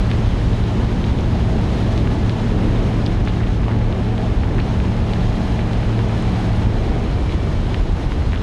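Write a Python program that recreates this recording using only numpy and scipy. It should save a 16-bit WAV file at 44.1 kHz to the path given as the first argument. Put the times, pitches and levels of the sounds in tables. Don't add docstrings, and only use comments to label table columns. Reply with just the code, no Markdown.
import sys
import numpy as np
from scipy import signal
from scipy.io import wavfile

SR = 44100
rng = np.random.default_rng(int(sys.argv[2]) if len(sys.argv) > 2 else 0)


def put_to_file(sound):
    columns = np.atleast_2d(sound).T
    safe = np.clip(columns, -1, 1)
    whole_steps = np.round(safe * 32767)
    wavfile.write(sys.argv[1], SR, whole_steps.astype(np.int16))


N = 371322

# (frequency [Hz], density [dB per Hz])
GUSTS = [(0, -16), (0.85, -19), (1.3, -17), (2.4, -19.5), (2.85, -16.5), (3.1, -18.5), (3.85, -18.5),
         (4.15, -21.5), (4.6, -17), (5.0, -16.5), (5.55, -19.5), (6.25, -20.5), (6.9, -14.5), (7.3, -17.5),
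         (8.42, -18)]
WIND_SPECTRUM = [(9, -42), (15, -19), (25, -6), (33, 0), (42, 0.5), (70, -0.5), (95, -3), (125, -9.5),
                 (160, -15.5), (240, -20.5), (400, -24), (800, -54)]
# (time [s], roar level [dB], spray level [dB])
SNOW = [(0, -24.5, -33.5), (0.4, -26, -33.5), (0.9, -26, -34.5), (1.3, -25.5, -34.5), (2.05, -26, -32.5),
        (2.4, -26, -35), (2.8, -21.5, -33.5), (3.4, -27, -36.5), (3.85, -23.5, -38), (4.2, -25.5, -37),
        (4.62, -23.5, -36), (4.95, -25, -35.5), (5.3, -25, -34), (5.8, -23, -35), (6.35, -25, -33),
        (6.92, -23, -35.5), (7.32, -27, -36), (8.42, -29, -36.5)]
# (frequency [Hz], density [dB per Hz])
ROAR_SPECTRUM = [(76, -59), (130, -2.5), (146, -5), (223, -5.5), (249, -5), (447, -11.5), (537, -15.5),
                 (645, -18.5), (900, -22), (1170, -26), (2000, -33.5), (2600, -26.5), (4400, -120)]
SPRAY_SPECTRUM = [(530, 4), (900, 3), (1180, -2), (2040, -5), (2460, -8.5), (2830, -6), (4010, -9),
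                  (5130, -16.5), (6480, -18.5), (7810, -27), (10100, -29), (12600, -53), (14700, -62)]
# (time [s], bass gain [dB])
ROAR_BASS = [(0, 0.5), (1.0, 1), (1.7, 6.5), (3.5, 1), (4.3, -4.5), (5.2, -5), (6.2, -2.7), (7.0, -6.5),
             (7.6, 2.5), (8.42, -2)]
ROAR_BASS_HZ = 260
# (resonance [Hz], width [Hz], relative level [dB])
ARCH_RESONANCES = [(647.5, 45, -1), (749, 75, -2.5), (843, 64, -4)]
# (time [s], level [dB])
ARCH_LEVEL = [(0, -40), (1.0, -46), (1.3, -36.5), (2.9, -44), (3.4, -46), (3.8, -36.5), (4.9, -41.5),
              (5.35, -34), (5.8, -45), (6.5, -34), (7.0, -40.5), (7.3, -45.5), (8.42, -49)]
# (start [s], length [s], rms before the envelope [dB], lowest [Hz], highest [Hz])
SPATTERS = [(2.288, 0.022, -38, 1600, 4000), (3.262, 0.045, -37, 1500, 3800), (3.39, 0.09, -40, 1000, 3000),
            (3.66, 0.1, -39, 500, 1500), (4.58, 0.028, -35, 1500, 2800), (5.585, 0.04, -38, 1400, 3400),
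            (7.29, 0.05, -41, 1600, 4000), (8.318, 0.05, -43, 1400, 3200)]
# (time of crest [s], crest of the bare knock [dB], lowest [Hz], highest [Hz])
LUMPS = [(0.1045, -26, 2800, 5100), (0.1151, -11, 1000, 3400), (0.5326, -26, 2500, 3700),
         (0.6393, -22, 2000, 4600), (1.0418, -16, 1700, 3600), (1.0485, -31, 3600, 5300),
         (1.0983, -27, 2900, 4300), (1.1882, -24, 2300, 3900), (1.2097, -31, 4200, 6800),
         (1.9783, -16, 1600, 4700), (2.0739, -16, 1000, 2800), (2.2958, -13, 1100, 4300),
         (2.5907, -21, 600, 1900), (3.0581, -28, 2900, 5200), (3.0635, -16, 3200, 5200),
         (3.0686, -18, 1700, 4100), (3.2517, -32, 5000, 7500), (3.2646, -31, 2700, 4000),
         (3.275, -13, 600, 1900), (3.2777, -20, 1600, 2700), (3.2837, -22, 2800, 4300),
         (3.2894, -30, 1700, 2800), (3.3043, -32, 2700, 3600), (3.3702, -22, 700, 2800),
         (3.4053, -21, 900, 2200), (3.4141, -23, 1000, 1900), (3.4342, -21, 1400, 3600),
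         (3.4679, -31, 2800, 3800), (3.4724, -22, 1100, 3500), (3.6339, -23, 1000, 2400),
         (3.6424, -24, 1500, 3300), (3.683, -18, 600, 1200), (3.6832, -20, 1500, 3200),
         (3.6933, -21, 700, 1500), (3.7023, -23, 600, 1500), (3.7144, -21, 600, 2100),
         (3.725, -23, 800, 2000), (3.7888, -41, 4800, 6500), (3.8155, -22, 900, 2000),
         (3.9264, -19, 1200, 4000), (4.067, -29, 1100, 2200), (4.1802, -19, 1500, 3800),
         (4.2045, -28, 1300, 2300), (4.4352, -17, 600, 2200), (4.4382, -22, 1400, 2800),
         (4.4437, -29, 2600, 4300), (4.5838, -18, 1100, 2800), (4.5911, -17, 1200, 2100),
         (4.5975, -22, 1900, 2700), (4.5998, -27, 3600, 4600), (4.6023, -19, 2000, 4300),
         (4.6044, -25, 1900, 2800), (4.8019, -14, 1200, 3100), (4.8507, -25, 1500, 3100),
         (5.0934, -30, 2800, 3900), (5.1355, -14, 1500, 4200), (5.2981, -30, 3900, 7000),
         (5.5926, -19, 1600, 2500), (5.6108, -28, 2300, 3900), (5.7333, -19, 1700, 4700),
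         (5.8313, -22, 1200, 2900), (5.9917, -17, 800, 3000), (6.0877, -35, 5400, 7600),
         (6.0961, -26, 1600, 2500), (6.2243, -33, 5900, 9000), (6.3599, -26, 2800, 5200),
         (6.9376, -23, 1300, 2400), (7.2119, -38, 5400, 7500), (7.2949, -25, 1900, 2900),
         (7.3233, -23, 1500, 3900), (7.4748, -28, 1000, 2100), (7.7448, -12, 1200, 3400),
         (8.1205, -16, 600, 2600), (8.222, -26, 1200, 2200), (8.3215, -22, 1000, 3100),
         (8.3327, -14, 600, 2400), (8.3355, -30, 1900, 2700), (8.343, -23, 1400, 2300),
         (8.3509, -24, 1500, 2300), (8.3593, -22, 2400, 3700), (8.3622, -24, 900, 2300),
         (8.3761, -27, 2700, 3500)]
SPLINTER_DECAY_S, SPLINTER_SHARE = 0.004, 0.07
TICK_DB, TICK_LOW_HZ, TICK_HIGH_HZ = -25, 4000, 8000
# (time [s], speed [turns per s])
CRANK = [(0, 27.93), (6.3, 27.93), (6.5, 27.5), (6.75, 26.5), (7.0, 23.9), (7.75, 22.7), (8.42, 22.0)]
EXHAUST_ORDERS = [1.5, 4, 5.5, 6.5, 7, 7.5, 8, 10, 14.5]
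EXHAUST_DB = [-18, -0.5, -17, -8, -16, -19.5, -9.5, -23, -30.5]
HUM_ORDERS = [30.7, 61.45]
HUM_DB = [-30, -32]
GEAR_ORDERS = [81.65, 90.2, 99.6]
CASING_HZ, CASING_WIDTH_HZ = 2290, 85
LIFT_S, SWELL_S, DROP_S = 6.7, 0.95, 0.27
DRONE_DB, SWELL_DB, DROP_DB, FADE_DB_PER_S = -22, 1, 11.5, 1
WHINE_DB, OVERRUN_WHINE_DB, WHINE_FADE_DB_PER_S = -62, -50, 9
CUTOFF_HZ = 14800


def from_db(db):
    return 10 ** (np.asarray(db) / 20)


def rms_one(x):
    return x / np.sqrt(np.mean(x ** 2) + 1e-20)


def in_time(rows):
    s, *columns = np.transpose(rows)
    return [np.interp(np.arange(N) / SR, s, column) for column in columns]


def drift(rate):
    step = 40
    pole = np.exp(-2 * np.pi * rate * step / SR)
    chance = rng.standard_normal(N // step + 2002)
    slow = signal.lfilter([1], [1, -2 * pole, pole * pole], chance)[2000:]
    return np.interp(np.arange(N) / step, np.arange(len(slow)), rms_one(slow))


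def band_filter(order, low_hz, high_hz):
    return signal.butter(order, [low_hz, high_hz], "band", fs=SR, output="sos")


def banded_noise(spectrum, shared_db, own_db, rate):
    hz, db = np.transpose(spectrum)
    edges = hz[0] * 2 ** np.arange(0, np.log2(hz[-1] / hz[0]) + .3, 1 / 3)
    white = rng.standard_normal((2, N + SR // 2))
    together, out = drift(rate), 0
    for k, (low, high) in enumerate(zip(edges, edges[1:])):
        band = signal.sosfilt(band_filter(2, low, high), white[k % 2])[-N:]
        level_db = np.interp(np.log(low * high) / 2, np.log(hz), db)
        flicker_db = shared_db * together + own_db * drift(rate)
        out = out + from_db(level_db + flicker_db) * band
    return rms_one(out)


def knock(clicks, low_hz, high_hz):
    chain = band_filter(3, low_hz, high_hz)
    ring = signal.sosfilt(chain, np.arange(256) == 0)
    crest = np.abs(signal.hilbert(ring)).max()
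    return signal.sosfilt(chain, clicks + 1e-18) / crest


def wind():
    (gust_db,) = in_time(GUSTS)
    return from_db(gust_db) * banded_noise(WIND_SPECTRUM, shared_db=0.5, own_db=1.0, rate=3.4)


def weigh_bass(x):
    bass = signal.lfilter(*signal.butter(1, ROAR_BASS_HZ, fs=SR), x)
    return x + (from_db(in_time(ROAR_BASS)[0]) - 1) * bass


def tyre_roar():
    roar_db, _ = in_time(SNOW)
    return weigh_bass(from_db(roar_db) * banded_noise(ROAR_SPECTRUM, shared_db=0.06, own_db=0.8, rate=12))


def grit(per_s, level_db):
    sizes = from_db(6 * np.minimum(rng.exponential(1, N), 3)) * rng.choice([-1, 1], N)
    born = rng.random(N) < per_s * from_db(6 * drift(4)) / SR
    pitches, dealt = np.geomspace(1200, 7000, 6), rng.integers(0, 6, N)
    grains = 0
    for k, hz in enumerate(pitches):
        clicks = sizes * born * (dealt == k)
        grains = grains + knock(clicks, hz / 1.5, hz * 1.57) * 2000 / hz
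    return from_db(level_db) * rms_one(grains)


def snow_spray():
    _, spray_db = in_time(SNOW)
    hiss = banded_noise(SPRAY_SPECTRUM, shared_db=-0.7, own_db=0.38, rate=13.4)
    return from_db(spray_db) * (hiss + grit(per_s=170, level_db=-18.0))


def arch():
    out = 0
    for hz, width_hz, db in ARCH_RESONANCES:
        chain = band_filter(2, hz - width_hz / 2, hz + width_hz / 2)
        swell = from_db(db + 2.6 * drift(2.6))
        out = out + swell * rms_one(signal.sosfilt(chain, rng.standard_normal(N)))
    return from_db(in_time(ARCH_LEVEL)[0]) * rms_one(out)


def spatters():
    longest = 4000
    out = np.zeros(N + longest)
    chances = rng.standard_normal((len(SPATTERS), longest))
    for (s, length, db, low_hz, high_hz), chance in zip(SPATTERS, chances):
        shape = np.sin(np.pi * np.clip(np.arange(longest) / (length * SR), 0, 1))
        crumbs = rms_one(knock(chance ** 3.0, low_hz, high_hz))
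        out[round(s * SR):][:longest] += from_db(db) * shape * crumbs
    return out[:N]


def lumps():
    span = 800
    out, after = np.zeros(N + span), np.arange(span)
    fading = np.exp(-after / (SPLINTER_DECAY_S * SR))
    chances = rng.standard_normal((len(LUMPS), span))
    for (s, db, low_hz, high_hz), chance in zip(LUMPS, chances):
        splinters = SPLINTER_SHARE * chance * (np.abs(chance) > 2) * fading
        blow = (after == 0) + splinters
        tick = from_db(TICK_DB) * knock(blow, TICK_LOW_HZ, TICK_HIGH_HZ)
        at = round((s - .75 / (high_hz - low_hz)) * SR)
        out[at:at + span] -= from_db(db) * (knock(blow, low_hz, high_hz) + tick)
    return out[:N]


def throttle():
    since = np.arange(N) / SR - LIFT_S
    swell = np.clip(1 + since / SWELL_S, 0, 1)
    lifted, after = np.clip(since / DROP_S, 0, 1), np.maximum(since - DROP_S, 0)
    drone_db = DRONE_DB + SWELL_DB * swell - DROP_DB * lifted - FADE_DB_PER_S * after
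    whine_db = WHINE_DB + (OVERRUN_WHINE_DB - WHINE_DB) * swell - WHINE_FADE_DB_PER_S * after
    return drone_db, whine_db


def engine():
    (turns,), (drone_db, whine_db) = in_time(CRANK), throttle()
    turns = turns * (1 + 0.00202 * drift(1.186))
    angle = 2 * np.pi * np.cumsum(turns) / SR
    drone = whine = 0
    for order, db in zip(EXHAUST_ORDERS + HUM_ORDERS, EXHAUST_DB + HUM_DB):
        waver_db = 1.3 * drift(2) + 1.6 * drift(9)
        drone = drone + from_db(db + waver_db) * np.sin(order * angle + rng.uniform(0, 2 * np.pi))
    for order in GEAR_ORDERS:
        casing = np.exp(-((order * turns - CASING_HZ) / CASING_WIDTH_HZ) ** 2 / 2)
        whine = whine + casing * from_db(1.7 * drift(13)) * np.sin(order * angle)
    return np.sqrt(2) * (from_db(drone_db) * drone + from_db(whine_db) * whine)


def scene():
    churning = wind() + tyre_roar() + snow_spray() + arch()
    return (churning + engine() + lumps() + spatters())[None]


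def record(dry):
    keep = np.exp(-1 / (0.053 * SR))
    power = signal.lfilter([1 - keep], [1, -keep], dry ** 2, zi=[[.02]])[0]
    level_db = 10 * np.log10(power + 1e-9)
    evened = dry * from_db(-0.4 * (level_db + 16.5))
    rounded = 0.76 * np.tanh(evened / 0.76)
    return signal.sosfilt(signal.cheby2(12, 70, CUTOFF_HZ, fs=SR, output="sos"), rounded)


dry = scene()
out = record(dry)
put_to_file(out)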